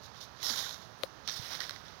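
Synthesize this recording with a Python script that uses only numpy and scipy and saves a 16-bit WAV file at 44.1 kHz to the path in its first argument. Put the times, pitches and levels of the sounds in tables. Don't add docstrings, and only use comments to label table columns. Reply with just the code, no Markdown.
import sys
import numpy as np
from scipy import signal
from scipy.fft import rfft, irfft, next_fast_len
from scipy.io import wavfile

SR = 44100
rng = np.random.default_rng(int(sys.argv[2]) if len(sys.argv) > 2 else 0)


def unload_audio(sound):
    columns = np.transpose(np.atleast_2d(sound))
    steps = np.round(np.clip(columns, -1, 1) * 32767)
    wavfile.write(sys.argv[1], SR, steps.astype(np.int16))


N = 88200

# start, attack, hold and release (per 20 dB) in seconds,
# level, packed-snow body and leaf fizz in dB, pitch of the bite in Hz, its boost in dB.
CRUNCHES = [ (.015, .02, .025, .05, -49.5, -8, -4, 4400, 2), (.130, .04, .03, .05, -50.5, -6, -7, 4400, 0),
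            (.203, .006, .032, .04, -44.5, -8, -3, 4400, 2), (.345, .060, .020, .03, -48, 1, -10, 5300, 0),
            (.408, .012, .010, .03, -42, -4, -2, 5400, 4), (.426, .004, .055, .07, -31, -2.5, 2, 5350, 6),
            (.470, .035, .090, .19, -33.5, 1, 1, 6800, 4), (.482, .010, .016, .018, -31.8, 0, 0, 4650, 6),
            (.560, .027, .006, .11, -33.3, -2, -6, 3850, 3), (.615, .030, .025, .09, -38.5, 4, -4, 3900, 3),
            (.690, .012, .040, .06, -43.5, -1, -2, 5700, 3), (.808, .010, .008, .05, -49, 3, -5, 4000, 2),
            (1.245, .012, .018, .02, -49, -6, -10, 5800, 2),
            (1.273, .003, .021, .025, -32.2, -1, -13, 5900, 5),
            (1.303, .012, .012, .16, -35.7, -2, -3, 5600, 3),
            (1.355, .010, .007, .05, -36.5, -5, -2, 4150, 3),
            (1.385, .045, .055, .10, -41.3, 2, -1, 2800, 4),
            (1.485, .028, .040, .12, -36.5, 4.5, -3, 6400, 2),
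            (1.598, .006, .032, .13, -37.5, 3.5, -4, 4100, 2),
            (1.712, .008, .015, .20, -47, 3, -5, 4000, 1), (1.835, .015, .035, .30, -52.3, 2, -7, 4100, 1)]
# start in seconds, level and low body in dB, low cut in Hz,
# ring pitch in Hz, ring against crack in dB, ring t60 in seconds.
SNAPS = [ (.4295, -31.5, -6, 900, 5350, 0, .03), (.445, -35, -6, 900, 5800, -3, .012),
         (.467, -31.5, -4, 700, 5300, -1, .025), (.4995, -32, 7, 300, 4400, -8, .014),
         (.5405, -38, 6, 700, 1400, -1, .02), (.5905, -31.7, -4, 700, 3760, -1, .035),
         (.606, -37, 7, 400, 1500, -8, .014), (.667, -37.5, 11, 400, 1550, -3, .018),
         (.693, -36.5, 3, 700, 5500, -3, .014), (.709, -36, 7, 450, 3900, -8, .014),
         (.744, -41, 0, 700, 5500, -6, .014), (1.2765, -30.3, -1, 1000, 5900, -6, .02),
         (1.2872, -31.5, -1, 1000, 4400, -8, .014), (1.2955, -33.5, 3, 900, 5900, -6, .014),
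         (1.306, -35, -1, 700, 5600, -8, .014), (1.3145, -37, -4, 900, 5700, 1, .025),
         (1.594, -43, 12, 400, 800, 0, .018), (1.6047, -28, 5, 1300, 1905, -5, .11),
         (1.6125, -37, 4, 900, 1400, -1, .025), (1.6944, -31.6, 7, 800, 2050, -6, .011),
         (1.7083, -34.2, 6, 350, 1400, -10, .008), (1.7618, -41.5, 5, 1200, 2000, -2, .016),
         (1.8825, -47.5, 0, 900, 4100, -3, .014)]
# start in seconds, pitch in Hz, level in dB, t60 in seconds.
THUDS = [(.500, 265, -29, .045), (.516, 235, -32, .045), (1.395, 125, -23, .035)]
# start in seconds, strength in dB.
TAPS = [(1.0262, -26), (1.0350, 0)]
# pitch in Hz, left and right gain in dB, t60 and delay in seconds.
CASE_MODE = (540, -17.2, -46, .024, .0012)
# start in seconds, level in dB.
SLIPS = [(.309, -52), (.457, -52), (.476, -52), (.488, -50), (.502, -48), (.516, -47), (1.036, -51)]
# start, attack, hold and release in seconds, level in dB.
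RUBS = [(.41, .07, .04, .06, -71), (.968, .018, .04, .09, -62), (1.024, .012, .008, .028, -47.5)]
# frequency in Hz, relative level in dB.
CRUNCH_COLOUR = [(60, -35), (250, -17), (900, -10), (1400, -7.5), (1900, -8.5), (2300, -16), (2650, -20),
                 (3200, -6.5), (3750, 0), (4700, -5.5), (5400, -2.5), (6750, -10), (7600, -25), (9200, -19),
                 (10000, -25), (10900, -15.5), (11700, -13), (12700, -18), (15500, -21.5)]
CRUST_COLOUR = [(1100, -1), (2600, 3), (3800, -1), (4700, 2), (5800, 2), (6600, -4), (8000, 2), (10000, 5),
                (11000, -4.5), (13000, 1), (15500, 4)]
LEFT_CLICK_COLOUR = [(30, -40), (110, -21), (250, -24), (950, -14), (1200, -2), (1750, -13), (2100, -6),
                     (2900, -7), (3900, 1), (4700, -9), (5600, -20), (7500, -29), (10000, -18),
                     (13000, -25), (15300, -21)]
RIGHT_CLICK_COLOUR = [(30, -20), (600, -3), (1400, -6), (1900, -1), (2900, -12), (4300, 0), (5400, -10),
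                      (6500, -3), (7500, -13), (9500, -31), (14000, -23)]
SKIN_COLOUR = [(100, -8), (500, -5), (750, -14), (1050, -7), (2600, -19), (3400, -13), (4200, 0),
               (5500, -15), (7500, -23), (10000, -12), (15000, -18)]
AIR_COLOUR = [(20, -28), (35, -13), (55, -3), (110, 1.5), (200, -5), (320, -8), (650, -6), (1200, -5),
              (1700, -9), (2300, -17), (4000, -14.5), (6100, -17), (6800, -25), (7700, -39), (11000, -36),
              (15000, -37)]
HISS_COLOUR = [(20, -18), (55, -3), (110, 1), (300, -13), (2000, -19), (7500, -22), (15000, -17)]

SECOND_STEP_S = 1.2
AIR_DB, HISS_DB, HAND_LEAK_DB = -48.5, -72, -58


def crunches(bite_width_hz=380):
    out, t = np.zeros(N + SR), np.arange(SR // 2) / SR
    for start, attack, hold, release, db, body_db, fizz_db, bite_hz, bite_db in CRUNCHES:
        swarm = coloured(fractures(len(t)), lambda hz: bite_db * bell(hz, bite_hz, bite_width_hz))
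        grit_db = .35 * (-31 - db)
        swarm = break_tone(swarm, start, body_db, grit_db, fizz_db)
        out[int(start * SR):][:len(t)] += amp(db) * swell(t, attack, hold, release) * unit(swarm)
    return out[:N]


def fractures(size, grains_per_s=3200, grain_s=.00025, spread_db=3.7, smooth_power=.55):
    breaks = rng.random(size) < grains_per_s / SR
    strength = amp(spread_db * np.clip(rng.standard_normal(size), -2.5, 2.5))
    power = signal.lfilter([1], [1, -np.exp(-1 / (grain_s * SR))], breaks * strength ** 2)
    return unit(np.sqrt(power / power.mean() + smooth_power) * rng.standard_normal(size))


def break_tone(x, start, body_db, grit_db, fizz_db):
    def colour_db(hz):
        base = along(CRUNCH_COLOUR, hz) + (start > SECOND_STEP_S) * along(CRUST_COLOUR, hz)
        body = body_db * low_shelf(hz, edge_hz=2700)
        grit = grit_db * bell(hz, centre_hz=2450, width_hz=500)
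        fizz = fizz_db * (1 - low_shelf(hz, edge_hz=7500))
        return base + body + grit + fizz
    return coloured(x, colour_db)


def snaps(ring_width_hz=12, level_window_s=.005):
    out, t = np.zeros(N + SR), np.arange(SR // 16) / SR
    for start, db, body_db, low_hz, ring_hz, ring_db, t60 in SNAPS:
        burst = rng.standard_normal(len(t)) * fade(t, t60=.009)
        crack = low_cut(break_tone(burst, start, body_db, grit_db=1, fizz_db=-7), low_hz)
        phase_drift = np.cumsum(rng.standard_normal(len(t))) * np.sqrt(2 * np.pi * ring_width_hz / SR)
        ringing = np.sin(2 * np.pi * ring_hz * t + phase_drift) * fade(t, t60)
        snap = unit(crack) + amp(ring_db) * unit(ringing)
        out[round(start * SR):][:len(t)] += amp(db) * unit(snap) * np.sqrt(level_window_s / t[-1])
    return out[:N]


def thuds(attack_s=.004):
    return sum(amp(db) * ring(since(start), hz, t60) * (1 - np.exp(-since(start) / attack_s))
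               for start, hz, db, t60 in THUDS)


def taps(left_click_db=-3.3, right_click_db=-15.5):
    blows = np.bincount([round(start * SR) for start, db in TAPS], [amp(db) for start, db in TAPS], N)
    left = amp(left_click_db) * coloured(blows, lambda hz: along(LEFT_CLICK_COLOUR, hz))
    right = amp(right_click_db) * coloured(blows, lambda hz: along(RIGHT_CLICK_COLOUR, hz))
    case_hz, left_db, right_db, t60, delay = CASE_MODE
    hollow = sum(amp(db) * ring(since(start + delay), case_hz, t60) for start, db in TAPS)
    return np.array([left, right]) + amp([[left_db], [right_db]]) * low_cut(hollow, hz=400)


def fingers(push_s=.0009, return_s=.003, ring_db=-11):
    case_hz, _, _, t60, _ = CASE_MODE
    slips = np.zeros(N)
    for start, db in SLIPS:
        t = since(start)
        pressure = bump(t / push_s) - push_s / return_s * bump(t / return_s)
        slips += amp(db) * (pressure + amp(ring_db) * ring(t, case_hz, t60))
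    rubbing = sum(amp(db) * swell(since(start), attack, hold, release)
                  for start, attack, hold, release, db in RUBS)
    return slips + rubbing * noise(SKIN_COLOUR)


def noise(colour):
    return unit(coloured(rng.standard_normal(N), lambda hz: along(colour, hz)))


def coloured(x, db_at):
    size = 2 * next_fast_len(len(x) // 2 + 2048)
    gain = unit(amp(db_at(np.fft.rfftfreq(size, 1 / SR))))
    cepstrum = irfft(np.log(gain + 1e-9), size)
    fold = np.r_[1, np.full(size // 2 - 1, 2), 1, np.zeros(size // 2 - 1)]
    return irfft(rfft(x, size) * np.exp(rfft(cepstrum * fold)), size)[:len(x)]


def along(colour, hz):
    points_hz, points_db = np.transpose(colour)
    return np.interp(np.log(hz + 1), np.log(points_hz + 1), points_db)


def bell(hz, centre_hz, width_hz):
    return np.exp(-((hz - centre_hz) / width_hz) ** 2)


def low_shelf(hz, edge_hz):
    return 1 / (1 + (hz / edge_hz) ** 8)


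def low_cut(x, hz):
    return signal.sosfilt(signal.butter(2, hz, "high", fs=SR, output="sos"), x)


def swell(t, attack, hold, release):
    return np.minimum(t / attack, 1) * amp(-20 * np.maximum(t - attack - hold, 0) / release)


def bump(u):
    return u * np.exp(1 - u)


def ring(t, hz, t60):
    return np.sin(2 * np.pi * hz * t) * fade(t, t60)


def fade(t, t60):
    return np.exp(-np.log(1000) * t / t60)


def since(start):
    return np.maximum(np.arange(N) / SR - start, 0)


def amp(db):
    return 10 ** (np.asarray(db) / 20)


def unit(x):
    return x / np.sqrt(np.mean(x ** 2) + 1e-20)


def scene():
    wood = crunches() + snaps() + thuds() + amp(AIR_DB) * noise(AIR_COLOUR)
    covered = fingers() + amp(HISS_DB) * noise(HISS_COLOUR) + amp(HAND_LEAK_DB) * wood
    return np.array([covered, wood]) + taps()


def record(dry):
    size, top_hz = next_fast_len(N + SR // 2), 15900
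    passband = np.fft.rfftfreq(size, 1 / SR) < top_hz
    return irfft(rfft(dry, size) * passband, size)[:, :N]


dry = scene()
out = record(dry)
unload_audio(out)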